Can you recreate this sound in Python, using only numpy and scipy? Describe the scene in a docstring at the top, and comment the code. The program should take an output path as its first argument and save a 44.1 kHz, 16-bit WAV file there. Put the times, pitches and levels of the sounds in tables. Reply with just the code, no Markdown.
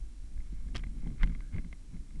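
"""On a bumpy grass path, a bicycle rolls along with a camera on board. Wind rumbles on the microphone,
the wheels thud over the ground and grass brushes by, above the camera's own hiss and thin whine.
A loose plastic part clacks and buzzes at the bumps, and the big ones heave the camera.
A plant stem scrapes past once in quick catches and slips; later a wheel rubs faintly."""
import sys
import numpy as np
from scipy import signal
from scipy.fft import rfft, irfft, next_fast_len
from scipy.io import wavfile
from scipy.ndimage import uniform_filter1d

SR = 44100
rng = np.random.default_rng(int(sys.argv[2]) if len(sys.argv) > 2 else 0)


def store_pcm(level_fs):
    """Save levels as 16-bit WAV."""
    pcm = np.round(np.clip(level_fs, -1, 1) * 32767).astype(np.int16)
    wavfile.write(sys.argv[1], SR, np.atleast_2d(pcm).T)


N = 97020
T = np.arange(N) / SR


def amp(db):
    """Decibels to gain."""
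    return 10 ** (np.asarray(db) / 20)


def unit(x):
    """Scale to rms 1."""
    return x / np.sqrt(np.mean(x ** 2) + 1e-20)


def fader(points):
    """Gain per sample from (time [s], level [dB]) points."""
    return amp(np.interp(T, *np.transpose(points)))


def eq_curve(points, hz):
    """Gain at hz from (frequency [Hz], level [dB]) points on a log axis."""
    point_hz, db = np.transpose(points)
    return amp(np.interp(np.log(hz + 1), np.log(point_hz + 1), db))


def filtered(x, response):
    """Filter x by a gain that is a function of frequency."""
    size = next_fast_len(N + SR // 2)
    return irfft(rfft(x, size) * response(np.fft.rfftfreq(size, 1 / SR)), size)[:N]


def coloured(x, eq):
    """x through an EQ curve, at rms 1."""
    return unit(filtered(x, lambda hz: eq_curve(eq, hz)))


def even_noise(eq, window_s):
    """Coloured noise whose chance swells slower than the window are evened out."""
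    noise = coloured(rng.standard_normal(N), eq)
    power = uniform_filter1d(np.abs(signal.hilbert(noise)) ** 2, int(window_s * SR) + 1)
    return unit(noise / np.sqrt(np.abs(power) + 1e-9))


def grains(per_s, spread_db=3):
    """Random tiny impulses of uneven size."""
    impulses = (rng.random(N) < per_s / SR) * np.sign(rng.standard_normal(N))
    return impulses * amp(spread_db * np.clip(rng.standard_normal(N), -2, 2))


def snap(eq, size=1024):
    """A causal pulse of peak 1 with the given spectrum."""
    cepstrum = irfft(np.log(eq_curve(eq, np.fft.rfftfreq(size, 1 / SR))))
    pulse = irfft(np.exp(rfft(2 * cepstrum[:size // 2], size)))
    return pulse / np.abs(pulse).max()


def stroke(start, length, attack_s, t60_s):
    """An envelope: attack, hold and release."""
    attack = np.clip((T - start) / attack_s, 0, 1)
    return attack * amp(-60 * np.maximum(T - start - length, 0) / t60_s)


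# the ride of the gusts (time [s], relative level [dB])
GUSTS = [(0, -35), (.1, -43), (.15, -49.5), (.22, -38), (.3, -46), (.38, -31), (.45, -42), (.52, -36.5),
         (.75, -36.5), (.82, -37.5), (.87, -33.5), (.93, -40.5), (1.08, -32.5), (1.15, -44.5), (1.25, -31),
         (1.33, -34.5), (1.5, -42.5), (1.58, -34), (1.65, -41), (1.72, -43.5), (1.86, -47), (1.93, -45),
         (1.99, -35.5), (2.05, -50.5), (2.2, -35)]
# sub-heavy rumble (frequency [Hz], level [dB])
WIND_EQ = [(8, -7), (20, -3.5), (32, -3), (45, -3.5), (58, -14), (72, -25.5), (120, -33), (400, -67),
           (1500, -110)]


def wind():
    """Gusts buffet the microphone with a low rumble."""
    return amp(1) * fader(GUSTS) * even_noise(WIND_EQ, window_s=0.045)


# how hard the ground shakes the bicycle (time [s], relative level [dB])
GROUND_SHAKE = [(0, -59.5), (.15, -72), (.25, -65.5), (.38, -59), (.48, -61.5), (.54, -62.5), (.6, -59),
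                (.72, -52.5), (.76, -49), (.84, -51.5), (.88, -51), (1.03, -53), (1.07, -42), (1.12, -43),
                (1.19, -56.5), (1.235, -45), (1.3, -41), (1.35, -52), (1.46, -58.5), (1.52, -57.5),
                (1.55, -45), (1.59, -40.5), (1.62, -55.5), (1.665, -45), (1.7, -63.5), (1.8, -68.5),
                (1.88, -62), (1.95, -43.5), (2.0, -58.5), (2.13, -63), (2.17, -47), (2.2, -58)]
# bassy thud (frequency [Hz], level [dB])
THUD_EQ = [(40, -19), (80, -1), (120, -2.5), (160, 3), (195, -5), (240, -4), (310, -16.5), (420, -25.5),
           (600, -35), (1000, -41), (3000, -70)]
# low-mid rolling drone (frequency [Hz], level [dB])
DRONE_EQ = [(60, -7), (150, -17), (230, 1), (300, 5.5), (360, -6), (450, -13.5), (700, -21.5), (2000, -58)]


def wheels():
    """The wheels roll with a steady drone and thud over uneven ground."""
    drone = amp(-66) * coloured(rng.standard_normal(N), DRONE_EQ)
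    thuds = amp(1) * fader(GROUND_SHAKE) * even_noise(THUD_EQ, window_s=0.03)
    return drone + thuds


# swishes of grass (time [s], level [dB])
SWISHES = [(0, -81), (.3, -74), (.6, -67), (.73, -74), (.79, -53.5), (.82, -66), (.92, -72.5), (1.0, -63),
           (1.07, -63.5), (1.17, -69), (1.19, -62), (1.22, -52), (1.25, -57.5), (1.29, -61), (1.38, -66),
           (1.51, -72), (1.55, -54.5), (1.6, -63.5), (1.68, -75), (1.88, -79), (1.94, -66.5), (2.03, -78),
           (2.2, -72)]
# soft body with a papery peak (frequency [Hz], level [dB])
GRASS_EQ = [(200, 14), (500, -1.5), (800, -10), (1050, -2.5), (1350, 1), (1700, -1), (1880, -4), (2150, 8),
            (2650, -10.5), (3200, -9), (4200, -14.5), (10000, -34)]


def grass():
    """Grass brushes the bicycle: a soft swish with sparse little ticks in it."""
    brush = coloured(rng.standard_normal(N), GRASS_EQ)
    chatter = coloured(grains(per_s=160), GRASS_EQ)
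    return fader(SWISHES) * unit(brush + amp(1.5) * chatter)


# broad, flat hiss (frequency [Hz], level [dB])
HISS_EQ = [(100, -15.5), (600, 0.5), (2000, -1), (4000, -2.5), (7000, -1.5), (9500, -2.5), (10700, -7),
           (11400, -14.5), (12000, -28)]
# thin whine (frequency [Hz], rms level [dB])
WHINE_TONES = [(4048, -86), (5599, -85), (7400, -86.5), (9599, -88)]


def camera():
    """The camera's electronics lay down a steady bed of hiss and high tones."""
    hiss = amp(-69.5) * coloured(rng.standard_normal(N), HISS_EQ)
    whine = sum(amp(db) * np.sqrt(2) * np.sin(2 * np.pi * hz * T) for hz, db in WHINE_TONES)
    return hiss + whine


# soft knocks of the wheels on the ground (time [s], peak level [dB])
WHEEL_HITS = [(0.246, -54), (0.525, -40), (0.663, -50), (0.8359, -44), (0.866, -43), (0.966, -42.5),
              (1.031, -38), (1.066, -33), (1.232, -28.5), (1.554, -34.5), (1.582, -38), (1.728, -48),
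              (2.105, -51.5)]
# the frame's dull ring (frequency [Hz], relative level [dB], t60 [s])
FRAME_MODES = [(153.6, 4, 0.099), (233.7, 1, 0.086), (352, -6, 0.043), (508, -18, 0.028), (812, -15, 0.023)]


def knocks():
    """A wheel hits the ground and the frame rings, a little differently each time."""
    out, t = np.zeros(N + SR), np.arange(SR // 8) / SR
    for start, peak_db in WHEEL_HITS:
        ring = np.zeros(len(t))
        for k, (hz, db, t60) in enumerate(FRAME_MODES):
            decay = amp(db + rng.normal(0, 3) - 60 * t / t60)
            ring += (-1) ** k * decay * np.sin(2 * np.pi * hz * t)
        out[round(start * SR):][:len(t)] += amp(peak_db) * ring / np.abs(ring).max()
    return out[:N]


# hits of the loose part (time [s], ring peak level [dB], tick over ring [dB])
PART_HITS = [(.377, -52, -14), (.404, -54, -12), (.686, -54, -17), (.7525, -32.5, 0.5), (.8362, -40.5, -22),
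             (.8388, -39, -26), (.867, -52.5, -18), (1.062, -57, -17), (1.073, -47.5, -10),
             (1.103, -53, -14), (1.2324, -28, 0), (1.2381, -32, -2), (1.274, -48, 4), (1.296, -51, -2),
             (1.323, -50, -9), (1.350, -42.5, -24), (1.356, -52, -8), (1.406, -44.5, -5), (1.564, -46, -4),
             (1.583, -36.5, -37), (1.594, -52, -18), (1.646, -51, -6), (1.7261, -53, -34),
             (1.728, -39.5, -10), (1.9665, -53.5, -22), (2.1075, -55, -23), (2.157, -57, -21)]
# its short, woody ring (frequency [Hz], relative level [dB], t60 [s])
PART_MODES = [(690, -4, .011), (1200, -4.5, 0.014), (1692, -4, 0.02), (2089, 4.5, 0.017),
              (2240, -16.5, 0.0079), (3180, -7, 0.0099)]
# mid-forward contact tick (frequency [Hz], level [dB])
TICK_EQ = [(200, -19.5), (1000, 6), (3000, 0.5), (5000, -12), (8000, -21), (11000, -26), (12500, -39)]


def clacks(ring_attack_s=0.00013, ring_top_hz=3800, scatter_db=3.5, tick_t60_s=0.0062):
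    """The loose plastic part strikes: each contact is a sharp tick and a very short ring."""
    out, t = np.zeros(N + SR), np.arange(SR // 16) / SR
    hz, db, t60 = np.transpose(PART_MODES)[:, :, None]
    pulse = snap(TICK_EQ)
    lowpass = signal.butter(4, ring_top_hz, fs=SR, output="sos")
    for start, peak_db, tick_db in PART_HITS:
        scatter = scatter_db * rng.standard_normal(hz.shape)
        modes = amp(db + scatter - 60 * t / t60) * np.sin(2 * np.pi * hz * t)
        ring = signal.sosfilt(lowpass, modes.sum(0) * (1 - np.exp(-t / ring_attack_s)))
        grit = 0.25 * rng.standard_normal(len(t)) * amp(-60 * t / tick_t60_s)
        tick = signal.fftconvolve(signal.unit_impulse(len(t)) + grit, pulse)[:len(t)]
        clack = ring / np.abs(ring).max() + amp(tick_db) * tick
        out[round(start * SR):][:len(t)] -= amp(peak_db) * clack
    return out[:N]


# strokes of the stem (time [s], length [s], hollow level [dB], grit over hollow [dB])
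STEM_STROKES = [(0.744, 0.0025, -58.5, -20), (0.747, 0.0015, -46, -11), (0.751, 0.0061, -44, -16),
                (0.7588, 0.0071, -39.5, -4), (0.767, 0.0029, -44, -0.5), (0.771, 0.0056, -57, -32),
                (.7785, 0.0034, -48.5, -4), (.789, 0.011, -57, -20)]
# hollow body of the scrape (frequency [Hz], level [dB])
HOLLOW_EQ = [(100, 4.5), (400, 7.5), (560, -17), (720, -4), (850, -20), (1100, 4), (1350, -5), (1650, 1),
             (2100, -0.5), (2550, -4), (3150, 5.5), (3900, -21), (5500, -16), (11000, -45)]
# its gritty top (frequency [Hz], level [dB])
GRIT_EQ = [(1000, -25), (3000, 1), (4200, 0.5), (5500, 0.5), (6800, -7.5), (8000, -11), (11000, -22.5),
           (12000, -41)]


def stem(slips_per_s=6500):
    """A stem catches and slips in a few quick strokes: hollow at first, gritty as it tears free."""
    hollow = coloured(grains(slips_per_s), HOLLOW_EQ)
    grit = coloured(grains(slips_per_s), GRIT_EQ)
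    out = np.zeros(N)
    for start, length, db, grit_db in STEM_STROKES:
        envelope = amp(db) * stroke(start, length, attack_s=0.00036, t60_s=0.0051)
        out += envelope * (hollow + amp(grit_db) * grit)
    return out


# light buzzes of the loose part (time [s], length [s], level [dB])
BUZZ_BURSTS = [(1.195, 0.025, -55.5), (1.525, 0.012, -61)]
# nasal plastic tone (frequency [Hz], level [dB])
BUZZ_EQ = [(300, -36), (1100, -4), (1700, 3.5), (1900, -5), (2200, 5), (2550, -5), (2900, -15), (4000, -24),
           (8000, -41)]


def buzz():
    """As a bump builds, the loose part chatters in a flurry of tiny contacts."""
    swell = sum(amp(db) * stroke(start, length, attack_s=0.0043, t60_s=0.07)
                for start, length, db in BUZZ_BURSTS)
    return swell * coloured(grains(per_s=1400), BUZZ_EQ)


# big bumps (centre time [s], pitch [Hz], width [s], envelope peak [dB])
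BIG_BUMPS = [(1.236, 26.9, .015, -14), (1.549, 86.4, 0.015, -31), (1.575, 34.4, 0.022, -30)]


def heave():
    """Each big bump pushes the camera to and fro: a short, deep thump."""
    out = np.zeros(N)
    for centre, hz, width, db in BIG_BUMPS:
        swell = amp(db) * np.exp(-((T - centre) / width) ** 2)
        out -= swell * np.sin(2 * np.pi * hz * (T - centre))
    return out


# one faint swell of friction (time [s], level [dB])
RUB_SWELL = [(1.37, -90), (1.42, -71), (1.47, -71.5), (1.53, -80.5), (1.58, -93)]


def rub(centre_hz=1600, half_width_hz=150):
    """A wheel rubs briefly: a narrow-band whisper."""
    noise = rng.standard_normal(N)
    whisper = filtered(noise, lambda hz: 1 / (1 + ((hz - centre_hz) / half_width_hz) ** 4))
    return fader(RUB_SWELL) * unit(whisper)


def scene():
    """The mono mix, close and dry in the open air."""
    low_end = wind() + heave() + knocks() + wheels()
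    textures = clacks() + buzz() + stem() + grass() + rub()
    return (low_end + textures + camera())[None]


def record(dry, top_hz=11960):
    """The camera keeps nothing above its band limit."""
    return filtered(dry[0], lambda hz: hz < top_hz)[None]


dry = scene()
out = record(dry)
store_pcm(out)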